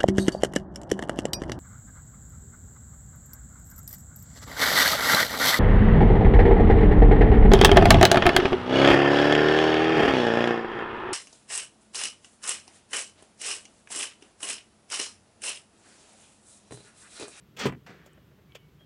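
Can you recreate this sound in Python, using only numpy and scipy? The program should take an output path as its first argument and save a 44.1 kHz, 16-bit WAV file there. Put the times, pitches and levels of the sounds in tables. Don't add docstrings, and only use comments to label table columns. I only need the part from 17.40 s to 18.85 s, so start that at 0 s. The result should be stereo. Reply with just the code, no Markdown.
import sys
import numpy as np
from scipy import signal
from scipy.fft import rfft, irfft, next_fast_len
from scipy.io import wavfile
from scipy.ndimage import uniform_filter1d

SR = 44100
rng = np.random.default_rng(int(sys.argv[2]) if len(sys.argv) > 2 else 0)


def generate_wav(signal):
    frames = np.transpose(np.atleast_2d(signal))
    scaled = np.clip(frames, -1, 1) * 32767
    pcm = np.round(scaled).astype(np.int16)
    wavfile.write(sys.argv[1], SR, pcm)


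N = 63945
TIME = np.arange(N) / SR
HARD_CONTACT_HZ, SOFT_CONTACT_HZ = 930, 236


# (time [s], thump level [dB], crack level [dB])
LATCH_IMPACTS = [(0.2551, 1.5, 1), (0.2576, -18, -10), (0.2664, -12, -9.5), (0.2690, -37, -7.5)]
# (frequency [Hz], gain [dB])
CRACK_SPECTRUM = [(60, -61), (130, -10), (350, 12.5), (520, 12.5), (700, 5), (1300, 9), (2100, 5.5),
                  (2600, -0.5), (3200, 1.5), (4400, -12.5), (6000, -16.5), (8300, -8), (9300, -18.5),
                  (15500, -20.5)]
# (time [s], thump level [dB], clack level [dB])
LINKAGE_REBOUNDS = [(0.2834, -32, -4), (0.2944, -15.5, 2.5), (0.3148, -26, -10.5), (0.3224, -16, 0.5),
                    (0.334, -30, -6), (0.347, -24.5, -8.5), (0.363, -19.5, -25)]
# (frequency [Hz], gain [dB])
CLACK_SPECTRUM = [(150, 13), (400, 3.5), (1000, -0.5), (1400, -3), (2100, 0.5), (2900, -8.5), (3800, -27.5),
                  (6000, -33), (8500, -34), (11000, -42)]

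def latches(crack_gain_db=-2.5, clack_gain_db=-8.5):
    times, thump_db, crack_db = np.transpose(LATCH_IMPACTS)
    cracks = scatter(clicks(times, crack_db + crack_gain_db), t60=0.15, direct=0.052)
    slam = door(clicks(times, thump_db), HARD_CONTACT_HZ) + colour(cracks, CRACK_SPECTRUM)
    times, thump_db, clack_db = np.transpose(LINKAGE_REBOUNDS)
    clacks = scatter(clicks(times, clack_db + clack_gain_db), t60=0.028)
    rattle = door(clicks(times, thump_db), SOFT_CONTACT_HZ) + colour(clacks, CLACK_SPECTRUM)
    return slam + rattle


# (frequency [Hz], gain [dB], T60 [s])
PANEL_MODES = [(59.7, -38, 0.24), (102, -35.5, 0.18), (135.6, -21, 0.24), (188.4, -30, 0.28),
               (218, -13, 0.055), (292.2, -28, 0.16), (392.4, -16.5, .08), (463.3, -28.5, 0.13),
               (522, -35.5, 0.14), (736, -36.5, 0.066), (937, -32.5, 0.14), (1002, -28, 0.16),
               (1410, -47, .13)]

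def door(blows, contact_hz, ring_up_t60=0.013):
    force = butterworth(blows, contact_hz)
    force = butterworth(force, 96, "high")
    return -sum(from_db(db) * (ring(force, hz, t60) - ring(force, hz, ring_up_t60))
                for hz, db, t60 in PANEL_MODES)


# (time [s], share of full drive [1])
MOTOR_DRIVE = [(0.172, 0.071), (0.183, 0.38), (0.190, 0.46), (0.196, 0.84), (0.21, 0.99), (0.24, 0.79),
               (0.268, .85), (0.279, 0.15), (0.295, 0.27)]
# (time [s], gain [dB])
ROD_LOAD = [(0.19, -45), (0.212, -20), (0.222, -4), (0.252, -6), (0.262, -43)]
# (frequency [Hz], gain [dB])
GEAR_SPECTRUM = [(60, -57), (120, -16), (190, 8), (280, -3), (470, 7), (700, -2.5), (1240, 3), (1550, 1),
                 (2000, 2.5), (2700, -2), (3290, 0.5), (3850, -6.5), (4700, -5), (6100, -8.5), (7000, -15),
                 (8700, -29), (10000, -32), (15500, -38)]
# (frequency [Hz], gain [dB])
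BRUSH_SPECTRUM = [(1000, 5.5), (4000, 3), (6500, 5), (8700, 1), (10000, -15), (15500, -13)]

def motors(full_mesh_hz=513.5, brush_start_s=0.1864, brush_rise_s=0.009, brush_fade_s=0.027):
    drive = np.interp(TIME, *np.transpose(MOTOR_DRIVE), left=0, right=0)
    teeth_passed = np.cumsum(np.sqrt(drive)) * full_mesh_hz / SR
    times = np.flatnonzero(np.diff(np.floor(teeth_passed)) > 0) / SR
    jitter, spread = rng.standard_normal((N // 100, 2))[:len(times)].T
    teeth = clicks(times + 0.15 * jitter / full_mesh_hz, db=-6 + 2 * spread) * drive
    age = np.maximum(TIME - brush_start_s, 0)
    envelope = np.minimum(age / brush_rise_s, 1) * np.exp(-age / brush_fade_s)
    fizz = from_db(-35.5) * rng.standard_normal(N) * envelope
    load = from_db(np.interp(TIME, *np.transpose(ROD_LOAD)))
    whirr = colour(scatter(teeth, t60=0.031, direct=0.096), GEAR_SPECTRUM)
    return door(teeth * load, SOFT_CONTACT_HZ) + whirr + colour(fizz, BRUSH_SPECTRUM)


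# (time [s], level [dB], body offset [dB], treble offset [dB])
RELAY_SWITCHINGS = [(0.1664, -18, -8, 2.5), (0.6591, -33.5, 10, 11.5), (1.1495, -18.5, 1.5, 1)]
# (frequency [Hz], gain [dB])
CASE_RESPONSE = [(150, -57.5), (400, 9), (900, -7.5), (1600, -1), (2150, -1), (2550, 8.5), (2850, 0.5),
                 (3300, 7.5), (3950, -10.5), (4650, -6.5), (6000, -11), (7200, -7), (9300, -23.5),
                 (12000, -19.5), (15500, -21)]

def relay(seat_delay_s=0.0038, seat_db=5, body_gain_db=-25.5):
    times, db, body_db, treble_db = np.transpose(RELAY_SWITCHINGS)
    seat_times = times + seat_delay_s
    plain = clicks(times, db) + clicks(seat_times, db + seat_db)
    bright = clicks(times, db + treble_db) + clicks(seat_times, db + treble_db + seat_db)
    contacts = plain + butterworth(bright - plain, 5900, "high")
    case = colour(scatter(contacts, t60=0.069, direct=0.1), CASE_RESPONSE)
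    body_blows = clicks(seat_times, db + seat_db + body_db + body_gain_db)
    return case + ring(body_blows, hz=555, t60=0.024)


# (time [s], level [dB], door thump level [dB])
DISTANT_KNOCKS = [(0.4630, -12.5, -48), (0.469, -27.5, -37), (0.4920, -20, -22), (0.5026, -19.5, -24)]
# (frequency [Hz], gain [dB])
EARLY_SPECTRUM = [(100, -9), (200, 1), (450, -33), (700, 10.5), (1000, -1), (1600, 4), (2400, 0.5),
                  (3200, -8), (5500, -11.5), (8500, -24), (10500, -28.5), (15500, -28)]
# (frequency [Hz], gain [dB])
TAIL_SPECTRUM = [(100, -13), (400, 5.5), (900, -7.5), (1600, 0.5), (3000, -11), (4200, -16), (8000, -25),
                 (12000, -54)]

def far_knock(tail_db=5.5):
    times, db, thump_db = np.transpose(DISTANT_KNOCKS)
    blows = clicks(times, db)
    tail = from_db(tail_db) * colour(scatter(blows, t60=1), TAIL_SPECTRUM)
    early = colour(scatter(blows, t60=0.15), EARLY_SPECTRUM)
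    return early + tail + door(clicks(times, thump_db), SOFT_CONTACT_HZ)


# (time [s], level [dB], centre [Hz], bandwidth [octaves])
PLASTIC_TICKS = [(0.324, -36, 8202, 0.24), (0.7332, -32, 8000, 0.33), (1.1214, -20.5, 3080, 0.56)]

def ticks():
    out = np.zeros(N)
    for time, db, hz, octaves in PLASTIC_TICKS:
        edge = 2 ** (octaves / 2)
        band = [(hz / 4 ** octaves, -30), (hz / edge, 0), (hz * edge, 0), (hz * 3 ** octaves, -40)]
        out += colour(scatter(clicks([time], [db]), t60=0.0072, direct=0.48), band)
    return out


# (time [s], level [dB])
HANDLING_BUMPS = [(0.672, -32), (0.775, -30.5), (0.912, -34.5), (0.985, -33.5), (1.405, -34)]
# (frequency [Hz], gain [dB])
BUMP_SPECTRUM = [(80, -8), (200, -8), (550, 19.5), (900, 2.5), (1800, 6), (3000, -8), (6000, -38),
                 (12000, -42)]

def bumps():
    blows = clicks(*np.transpose(HANDLING_BUMPS))
    return colour(scatter(blows, t60=0.047), BUMP_SPECTRUM)


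# (time [s], duration [s], frequency [Hz], level [dB], rms deviation [Hz])
FAR_WHISTLES = [(0.542, 0.34, 3020, -71.5, 171), (1.081, 0.078, 2268, -64, 30),
                (1.089, 0.18, 2990, -66.5, 148), (1.164, 0.16, 2213, -71.5, 40.6),
                (1.385, 0.066, 3234, -60.5, 26.2)]

def whistles():
    out = np.zeros(N)
    for start, duration, hz, db, deviation_hz in FAR_WHISTLES:
        waver = butterworth(rng.standard_normal(N), 60)
        phase = 2 * np.pi * np.cumsum(hz + deviation_hz * waver / waver.std()) / SR
        swell = np.sin(np.pi * np.clip((TIME - start) / duration, 0, 1))
        out += from_db(db) * swell * np.sin(phase)
    return out


# (frequency [Hz], gain [dB])
RUMBLE_SPECTRUM = [(20, -73), (40, -52), (62, -37), (100, -41.5), (145, -34), (220, -43.5), (400, -47.5),
                   (700, -59), (1200, -58.5), (2500, -63.5), (3300, -63.5), (4500, -69.5), (7000, -73.5),
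                   (9500, -79), (12500, -72.5), (15500, -74.5)]
# (frequency [Hz], gain [dB])
SIDE_SPECTRUM = [(100, -77), (1000, -70), (8000, -79.5), (13000, -79.5)]

def cabin_air():
    rumble = colour(rng.standard_normal(N), RUMBLE_SPECTRUM)
    hiss = colour(rng.standard_normal(N), SIDE_SPECTRUM)
    return rumble, hiss


def scatter(x, t60, direct=0, damping_hz=4060, treble_decay=1.7, rise_s=0.0011):
    fade = from_db(-60 * TIME / t60) + 1e-12
    white = rng.standard_normal(N)
    low = signal.sosfiltfilt(signal.butter(2, damping_hz, fs=SR, output="sos"), white)
    tail = low * fade + (white - low) * fade ** treble_decay
    tail *= 1 - np.exp(-TIME / rise_s)
    spectrum = rfft(tail, 2 * N)
    smoothed = np.sqrt(uniform_filter1d(np.abs(spectrum) ** 2, size=601))
    tail = irfft(spectrum / smoothed)[:N]
    return np.sqrt(direct) * x + np.sqrt(1 - direct) * signal.fftconvolve(x, tail)[:N]


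def colour(x, spectrum):
    hz, db = np.transpose(spectrum)
    size = next_fast_len(N + SR // 2) // 2 * 2
    grid = np.maximum(np.fft.rfftfreq(size, 1 / SR), 1)
    gain = from_db(np.interp(np.log(grid), np.log(hz), db))
    cepstrum = irfft(np.log(gain))
    cepstrum[1:size // 2] *= 2
    cepstrum[size // 2 + 1:] = 0
    return irfft(rfft(x, size) * np.exp(rfft(cepstrum)))[:N]


def ring(x, hz, t60):
    radius, angle = from_db(-60 / (t60 * SR)), 2 * np.pi * hz / SR
    return signal.lfilter([.5, 0, -.5], [1, -2 * radius * np.cos(angle), radius ** 2], x + 1e-18)


def butterworth(x, hz, kind="low"):
    return signal.sosfilt(signal.butter(2, hz, kind, fs=SR, output="sos"), x)


def clicks(times, db):
    out = np.zeros(N)
    samples = np.clip((np.asarray(times) * SR).astype(int), 0, N - 1)
    np.add.at(out, samples, from_db(db))
    return out


def from_db(db):
    return 10 ** (np.asarray(db) / 20)


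def scene():
    rumble, side = cabin_air()
    mid = rumble + relay() + motors() + latches() + far_knock() + ticks() + bumps() + whistles()
    return np.array([mid + side, mid - side])


def record(dry, bass_hz=42, top_hz=15850):
    thinned = butterworth(dry, bass_hz, "high")
    return signal.sosfilt(signal.ellip(12, .1, 70, top_hz, fs=SR, output="sos"), thinned)


dry = scene()
out = record(dry)
generate_wav(out)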